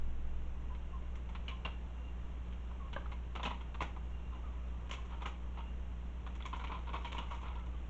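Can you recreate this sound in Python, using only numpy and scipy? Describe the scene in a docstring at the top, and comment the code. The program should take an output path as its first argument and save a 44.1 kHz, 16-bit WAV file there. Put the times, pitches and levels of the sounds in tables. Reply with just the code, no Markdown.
"""In a small room, air bubbles rise in a fish tank and burst under its hood, singly and in flurries.
Each burst is a run of clicks that rattles between water, glass and hood, with a fizz of spray.
Some bubbles and bursts ring briefly in sinking, wavering tones, many near 1 kHz; froth is a crowd of tiny ones.
The air pump hums underneath as a few sine tones. Filtered noise gives room rumble, hiss and a faint whistle,
and a deep sine shudder dies away."""
import sys
import numpy as np
from scipy import signal
from scipy.fft import rfft, irfft, next_fast_len
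from scipy.io import wavfile

SR = 44100
rng = np.random.default_rng(int(sys.argv[2]) if len(sys.argv) > 2 else 0)


def generate_wav(sig):
    """Save sig (samples, or channels by samples) to the path in sys.argv[1] as 16-bit PCM at SR."""
    pcm = np.round(np.clip(np.atleast_2d(sig).T, -1, 1) * 32767).astype(np.int16)
    wavfile.write(sys.argv[1], SR, pcm)


N = 348213  # length in samples
TIME = np.arange(N) / SR  # seconds

# Steady room noise. Each row: frequency in Hz, relative level in dB.
ROOM_NOISE = [(8, 8.5), (25, 3), (55, 3), (80, -3), (160, -8.5), (300, -13.5), (650, -19.5), (1050, -21),
              (1700, -27.5), (3100, -30.5), (4000, -41.5), (4800, -54), (5800, -42.5), (7200, -44),
              (8400, -56)]
# Pump and motor tones. Each row: frequency in Hz, rms level in dB.
HUM_TONES = [(48.7, -65), (60, -43), (120, -64), (180, -60.5)]
# Swells of a faint whistle. Each row: time of the top in seconds, rms level in dB added over the rest level.
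WHISTLE_SWELLS = [(1.99, -74), (2.075, -69), (4.165, -69), (4.267, -75), (4.355, -71), (5.6, -70),
                  (5.685, -66)]
# Rise and fall of the froth. Each row: time in seconds, relative level in dB.
FROTH_LEVEL = [(0, -13), (2.7, -3.5), (3.8, -7), (5.1, 0.5), (5.9, -8.5), (6.4, -2), (7.35, 6.5),
               (7.9, -2.5)]
# Broad colour of a burst under the hood. Each row: frequency in Hz, level in dB.
HOOD_COLOUR = [(80, -10), (160, 0), (350, -9.5), (680, -9.5), (1000, -7), (1300, -6.5), (1650, -18),
               (2150, -9.5), (2600, -10), (3300, -11), (4000, -19.5), (4800, -31.5), (5800, -20),
               (7100, -20), (8400, -39)]
# Resonances of the air space under the hood. Each row: frequency in Hz, width in Hz, lift in dB.
HOOD_RESONANCES = [(828, 3.1, 6.5), (974, 49, 3.5), (1007, 300, 9), (2255, 67, 2.5)]
# Borders between thud, plop, crack and fizz, as a list of frequencies in Hz.
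REGISTER_EDGES_HZ = [700, 1500, 4500]
# Short rings of bubbles and bursts; a strong burst may have several rows, one for each of its tones.
# Each row: start in seconds, middle pitch in Hz, level in dB, time to fall by 60 dB (t60) in seconds.
SHORT_RINGS = [(0.698, 1014, -48, 0.2), (0.929, 1055, -47, 0.28), (1.482, 2980, -34, 0.03),
               (1.491, 2360, -40, 0.043), (1.505, 1052, -46, 0.24), (1.6495, 2800, -31.5, 0.049),
               (1.654, 1030, -38.5, 0.067), (1.656, 650, -41.5, 0.054), (2.797, 1096, -48.5, 0.39),
               (2.962, 573, -34.5, 0.056), (2.961, 1170, -38, 0.06), (2.963, 1590, -35, 0.038),
               (3.059, 1290, -40, 0.023), (3.353, 390, -36, 0.018), (3.36, 2770, -39, 0.018),
               (3.4315, 3510, -36.5, .025), (3.432, 1046, -38, 0.066), (3.452, 2560, -31, 0.058),
               (3.454, 828, -31.5, 0.061), (3.61, 3070, -45.5, 0.017), (3.806, 1015, -30.5, 0.045),
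               (3.82, 170, -26, 0.021), (4.323, 1047, -51, 0.22), (4.35, 992, -53, 0.2),
               (4.39, 895, -56, 0.16), (4.437, 1186, -52, 0.27), (4.9117, 3080, -32, 0.014),
               (4.912, 1049, -38.5, 0.075), (4.982, 1018, -44, 0.1), (5.251, 1312, -39.5, 0.059),
               (5.259, 2920, -35, 0.019), (5.26, 1002, -40.5, 0.065), (6.424, 3470, -43, 0.025),
               (6.455, 1028, -39, 0.051), (6.529, 1053, -34, 0.063), (6.641, 1000, -31.5, 0.051),
               (6.716, 887, -36, 0.044), (6.742, 1010, -38.5, 0.16), (6.941, 1006, -35, 0.038),
               (7.047, 980, -36.5, 0.092), (7.183, 844, -39.5, 0.043), (7.1872, 2480, -34, 0.021),
               (7.316, 950, -40.5, 0.13), (7.569, 1312, -53.5, 0.34), (7.735, 1150, -50.5, 0.14)]
# Bursting bubbles. Each row: start in seconds, level in dB, crack over plop in dB,
# fizz of spray relative to the level in dB.
BURSTING_BUBBLES = [(0.749, -58, 1, -33), (1.154, -59, 5, -12.5), (1.29, -54.5, -4, -22),
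                    (1.3501, -48.5, -0.5, -40), (1.481, -46, 15, -22), (1.511, -54, 5, -31),
                    (1.65, -42.5, 2, -30), (1.673, -50.5, -5, -33), (2.525, -60, 14, -24),
                    (2.711, -57, -15, -31), (2.93, -48.5, 5, -22.5), (2.962, -44.5, -10.5, -45),
                    (3.059, -57, -7, -42), (3.117, -49, -1.5, -28), (3.3531, -43, -2, -25),
                    (3.396, -43.5, -10, -40), (3.431, -42, 3, -17.5), (3.452, -38, 5, -23),
                    (3.47, -40, -15, -28), (3.506, -42, -7, -34), (3.544, -60, 8, -33.5),
                    (3.609, -52.5, -4.5, -26), (3.744, -49, -2.5, -26), (3.806, -41, 0.5, -26),
                    (3.816, -38.5, -3, -20), (3.963, -51, -12, -47), (4.894, -51.5, -3, -16),
                    (4.9122, -45.5, 7, -10), (4.931, -46, 15, -17), (5.052, -57.5, -8, -16),
                    (5.135, -55.5, -12, -40), (5.207, -55, -8, -35), (5.22, -46, -5.5, -25),
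                    (5.257, -42.5, -0.5, -20), (5.277, -50, -4, -18), (6.265, -48.5, -6.5, -27),
                    (6.352, -57, 3, -12.5), (6.404, -52.5, -2, -39), (6.424, -56, 1, -33),
                    (6.454, -45, 1, -15.5), (6.53, -44, -4.5, -44), (6.55, -54.5, 13, -28),
                    (6.563, -50.5, -10, -19), (6.596, -49.5, -1.5, -26), (6.613, -49.5, -7, -27),
                    (6.64, -45.5, 0, -27), (6.673, -51, 17, -28), (6.696, -46, -13, -49),
                    (6.718, -43, -4.5, -45), (6.74, -50, -3.5, -43), (6.872, -50, -5.5, -42),
                    (6.891, -47.5, -5.5, -40), (6.933, -42.5, -5, -29), (6.943, -42, -8, -32),
                    (6.959, -46, -1, -33), (7.047, -45, 5, -25), (7.07, -50, 13, -23),
                    (7.119, -45, 3.5, -19.5), (7.146, -45.5, -8.5, -24), (7.167, -49.5, 0.5, -27),
                    (7.182, -40.5, 1, -23.5), (7.311, -46, -7, -28), (7.48, -52, -4, -34),
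                    (7.555, -50.5, -12, -44)]
# Rafts of foam that give way in a soft flurry. Each row: start in seconds, level in dB.
FOAM_FLURRIES = [(4.322, -55.5), (5.106, -49.5), (5.565, -46.5), (6.745, -49), (7.197, -47.5),
                 (7.302, -49.5), (7.425, -46), (7.485, -53.5)]

SHUDDER_DB, SHUDDER_FADE_DB_PER_S = -34, 12.5  # rms level at the start, and how fast it dies away
WHISTLE_SWELL_S, WHISTLE_REST_DB = 0.035, -78.5  # half width of a swell; rms level between swells
RISE_SHARE = 0.025  # a ring swells over this share of its t60, so the long ones start softly
PITCH_SAG, SAG_TIME = 0.08, 0.15  # a ring sinks by this share of its pitch, over this share of its t60
TYPICAL_DB = -46  # level of a typical burst
THUD_DB, THUD_GROWTH = -6.5, 0.39  # typical thud relative to its burst; extra dB for each dB of strength
RATTLE_T60_S, DOUBLING_DB = 0.081, 16  # typical rattle; twice as long for a burst this much louder
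SWELL_S = 0.00098  # time that a film takes to tear
FIRST_CLICK_DB = -8  # the first rip of a film, relative to the rattle that follows
COLLAPSE_S, COLLAPSE_DB = 0.0065, -5.5  # delay and level of the second snap, as the hollow closes
SPRAY_SWELL_S, SPRAY_T60_S = 0.0034, 0.095  # droplets land just after a burst
FLURRY_S, FLURRY_T60_S = 0.04, 0.08  # length of a flurry; rattle of each of its bursts
FLURRY_CRACK_DB, FLURRY_FIZZ_DB = -7.5, -38  # crack over plop; fizz relative to the level
CUTOFF_HZ = 8550  # top of the sound


def amp(db):
    """Turns decibels into gain."""
    return 10 ** (np.asarray(db) / 20)


def unit(x):
    """Scales a sound to rms 1."""
    return x / np.sqrt(np.mean(x ** 2) + 1e-20)


def spectrum(points, hz):
    """Reads the gain at each frequency from a table of Hz and dB, on a log-frequency axis."""
    f, db = np.transpose(points)
    return amp(np.interp(np.log(hz + 1), np.log(f + 1), db))


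def curve(points):
    """Reads the gain at every sample from a table of seconds and dB."""
    return amp(np.interp(TIME, *np.transpose(points)))


def add(mix, s, sound):
    """Mixes a sound in at time s, in place."""
    part = mix[max(round(s * SR), 0):][:len(sound)]
    part += sound[:len(part)]


def drift(rate_hz):
    """Random wander of rms 1: noise that keeps little above rate_hz."""
    length = next_fast_len(N)
    hz = np.fft.rfftfreq(length, 1 / SR)
    slow = rfft(rng.standard_normal(length)) / (1 + (hz / rate_hz) ** 4)
    return unit(irfft(slow, length)[:N])


def causal(gain):
    """Turns gains into a click response that starts at once (minimum phase)."""
    both_sides = np.r_[gain, gain[-2:0:-1]]
    log_gain = np.log(np.maximum(both_sides, 1e-5))
    return np.fft.ifft(np.exp(np.conj(signal.hilbert(log_gain)))).real


def background(level_db=-48.5, shudder_hz=17):
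    """Room rumble and hiss from filtered noise, with a deep sine shudder that fades."""
    length = next_fast_len(N)
    colour = spectrum(ROOM_NOISE, np.fft.rfftfreq(length, 1 / SR))
    noise = irfft(rfft(rng.standard_normal(length)) * colour, length)[:N]
    fade = amp(SHUDDER_DB - SHUDDER_FADE_DB_PER_S * TIME)
    shudder = np.sqrt(2) * fade * np.sin(2 * np.pi * shudder_hz * TIME)
    return amp(level_db) * unit(noise) + shudder


def pump(waver=0.025):
    """Mains-driven hum: steady tones whose level wavers a little."""
    hum = sum(amp(db) * np.sin(2 * np.pi * (hz * TIME + rng.random())) for hz, db in HUM_TONES)
    return np.sqrt(2) * hum * (1 + waver * drift(0.56))


def whistle(centre_hz=2788, width_hz=48):
    """A faint, broken whistle that swells now and then: noise in one narrow resonance."""
    wander = drift(width_hz) + 1j * drift(width_hz)
    tone = wander * np.exp(2j * np.pi * centre_hz * TIME)
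    swells = sum(amp(db) * np.exp(-((TIME - s) / WHISTLE_SWELL_S) ** 2) for s, db in WHISTLE_SWELLS)
    return (amp(WHISTLE_REST_DB) + swells) * unit(tone.real)


def hood_colour(hz):
    """Broad colour of the air space under the hood, lifted at its resonances."""
    lift_db = sum(db / (1 + (2 * (hz - f) / width) ** 2) for f, width, db in HOOD_RESONANCES)
    return spectrum(HOOD_COLOUR, hz) * amp(lift_db)


def rattle(swell, t60, snaps_per_s=1400, spread_db=3.5, size=8192):
    """The film tears in a quick run of uneven snaps that die away between water, glass and hood."""
    t = np.arange(size) / SR
    snaps = rng.choice([-1, 1], size) * (rng.random(size) < snaps_per_s / SR)
    snaps = snaps * amp(spread_db * np.minimum(rng.exponential(1, size), 3))
    rise = 1 - np.exp(-(t + 0.0004) / max(swell, 0.0003))
    return snaps * rise * amp(-60 * t / max(t60, 0.02))


def cavities(low_hz=450, high_hz=3600, cycles=28, strength=0.8, count=6, size=2048):
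    """A click and the few small air cavities that it sets ringing, each at a chance pitch."""
    t = np.arange(size) / SR
    hz = low_hz * (high_hz / low_hz) ** rng.random((count, 1))
    damping = np.log(1000) * hz / cycles  # small cavities die sooner
    rings = 2 * strength * damping / SR * np.exp(-damping * t) * np.cos(2 * np.pi * hz * t)
    response = rings.sum(0)
    response[0] += 1  # the click itself
    return response


def froth(level_db=-68, per_s=70, spread_db=4, t60=0.12, count=14, size=4096):
    """Many tiny bursts of random size, each spot on the surface with its own ring."""
    hood = causal(hood_colour(np.fft.rfftfreq(size, 1 / SR)))
    strengths = amp(spread_db * np.minimum(rng.exponential(1, N), 3))
    clicks = strengths * (rng.random(N) < per_s / SR)
    spot, out = rng.integers(0, count, N), np.zeros(N)
    for k in range(count):
        tiny_burst = signal.fftconvolve(rattle(0, t60), cavities())
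        ring = unit(signal.fftconvolve(tiny_burst, hood))
        out += signal.oaconvolve(clicks * (spot == k), ring)[:N]
    return amp(level_db) * curve(FROTH_LEVEL) * unit(out)  # the curve shifts level_db


def blips(level_db, per_s, t60, low_hz, high_hz, spread_db=2.7, size=4096):
    """A crowd of small bubbles, each ringing once at a chance pitch; their level follows the froth."""
    t, out = np.arange(size) / SR, np.zeros(N)
    rise = 1 - np.exp(-t / (RISE_SHARE * t60))
    for start in np.flatnonzero(rng.random(N) < per_s / SR):
        pitch, loudness = rng.random(), min(rng.exponential(), 3)
        hz = low_hz * (high_hz / low_hz) ** pitch
        ring = np.sin(2 * np.pi * hz * t) * amp(spread_db * loudness - 60 * t / t60) * rise
        add(out, start / SR, spectrum(HOOD_COLOUR, hz) * ring)
    return amp(level_db) * curve(FROTH_LEVEL) * unit(out)


def short_rings(flutter=0.34, waver=0.017, size=8192):
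    """Short rings of bubbles and bursts: tones that die away while their pitch sinks and wavers."""
    t, out = np.arange(size) / SR, np.zeros(N)
    wobble = (1 + flutter * (drift(57) + 1j * drift(110))) / np.sqrt(1 + 2 * flutter ** 2)
    bend = waver * drift(31)
    for s, hz, db, t60 in SHORT_RINGS:
        now = (round(s * SR) + np.arange(size)) % N
        sag = PITCH_SAG * (np.exp(-t / (SAG_TIME * t60)) - 0.5)
        pitch = hz * (1 + sag + bend[now])
        tone = np.exp(2j * np.pi * np.cumsum(pitch) / SR) * wobble[now]
        rise = 1 - np.exp(-t / (RISE_SHARE * t60))
        add(out, s, amp(db - 60 * t / t60) * rise * tone.real)
    return out


def hood_rings(size=4096):
    """The hood's answer to a click, in four registers: thud, plop, crack, fizz."""
    hz = np.fft.rfftfreq(size, 1 / SR)
    below = [0] + [1 / (1 + (hz / edge) ** 16) for edge in REGISTER_EDGES_HZ] + [1]
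    return [causal(hood_colour(hz) * np.sqrt(abs(b - a))) for a, b in zip(below, below[1:])]


def snap(t60):
    """One clean click as the film rips, then its rattle."""
    snaps = rattle(SWELL_S, t60)
    snaps = snaps / np.linalg.norm(snaps)
    snaps[0] += amp(FIRST_CLICK_DB)
    return snaps


def burst(rings, snaps, level_db, crack_db, fizz_db, span=0.011):
    """Snaps set off thud, plop and crack; a patter of spray sets off the fizz."""
    drive = signal.fftconvolve(snaps, cavities())
    spray = rattle(SPRAY_SWELL_S, SPRAY_T60_S, snaps_per_s=1500)
    spray = np.pad(spray, (0, len(drive) - len(snaps)))
    thud = amp(THUD_DB + THUD_GROWTH * (level_db - TYPICAL_DB))
    plop = 1 / np.hypot(1, amp(crack_db))  # plop and crack share the level
    gains = thud, plop, plop * amp(crack_db), amp(fizz_db)
    drives = drive, drive, drive, spray
    sound = sum(gain * unit(signal.fftconvolve(x, ring)) for gain, x, ring in zip(gains, drives, rings))
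    return amp(level_db) * sound * np.sqrt(span * SR / len(sound))  # level as an rms over span seconds


def pops():
    """A film tears sharply, then its hollow closes; the stronger the burst, the longer it rattles."""
    rings, out = hood_rings(), np.zeros(N)
    for s, level_db, crack_db, fizz_db in BURSTING_BUBBLES:
        t60 = RATTLE_T60_S * 2 ** ((level_db - TYPICAL_DB) / DOUBLING_DB)
        snaps = snap(t60)
        add(snaps, COLLAPSE_S, amp(COLLAPSE_DB) * snap(t60))
        add(out, s, burst(rings, snaps, level_db, crack_db, fizz_db))
    return out


def flurries(count=4):
    """In a raft of foam one film tears the next: a few small, dull bursts at uneven gaps share the level."""
    rings, out = hood_rings(), np.zeros(N)
    for s, level_db in FOAM_FLURRIES:
        for delay in FLURRY_S * (np.arange(count) + rng.random(count)) / count:
            sound = burst(rings, snap(FLURRY_T60_S), level_db, FLURRY_CRACK_DB, FLURRY_FIZZ_DB)
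            add(out, s + delay, sound)
    return out / np.sqrt(count)


def room(x, wet_db=-10, t60=0.23, build=0.07, size=22050):
    """The short tail of a small room: noise that builds up (build in seconds) and dies away."""
    t = np.arange(size) / SR
    tail = rng.standard_normal(size) * amp(-60 * t / t60) * (1 - np.exp(-t / build))
    return x + amp(wet_db) * signal.oaconvolve(x, tail / np.linalg.norm(tail))[:N]


def scene():
    """Bursts and rings in the room, over the pump, the whistle and the background."""
    simmer = blips(level_db=-73.0, per_s=200, t60=0.02, low_hz=1390, high_hz=3715)
    gurgle = blips(level_db=-70.5, per_s=110, t60=0.07, low_hz=820, high_hz=1347)
    water = froth() + simmer + gurgle + short_rings() + pops() + flurries()
    return (room(water) + pump() + whistle() + background())[None]


def record(dry):
    """Limits the band: a steep low-pass filter takes away what lies above the cutoff."""
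    low_pass = signal.firwin(401, CUTOFF_HZ, window=("kaiser", 8), fs=SR)
    return signal.oaconvolve(dry, low_pass[None], "same")


dry = scene()
out = record(dry)
generate_wav(out)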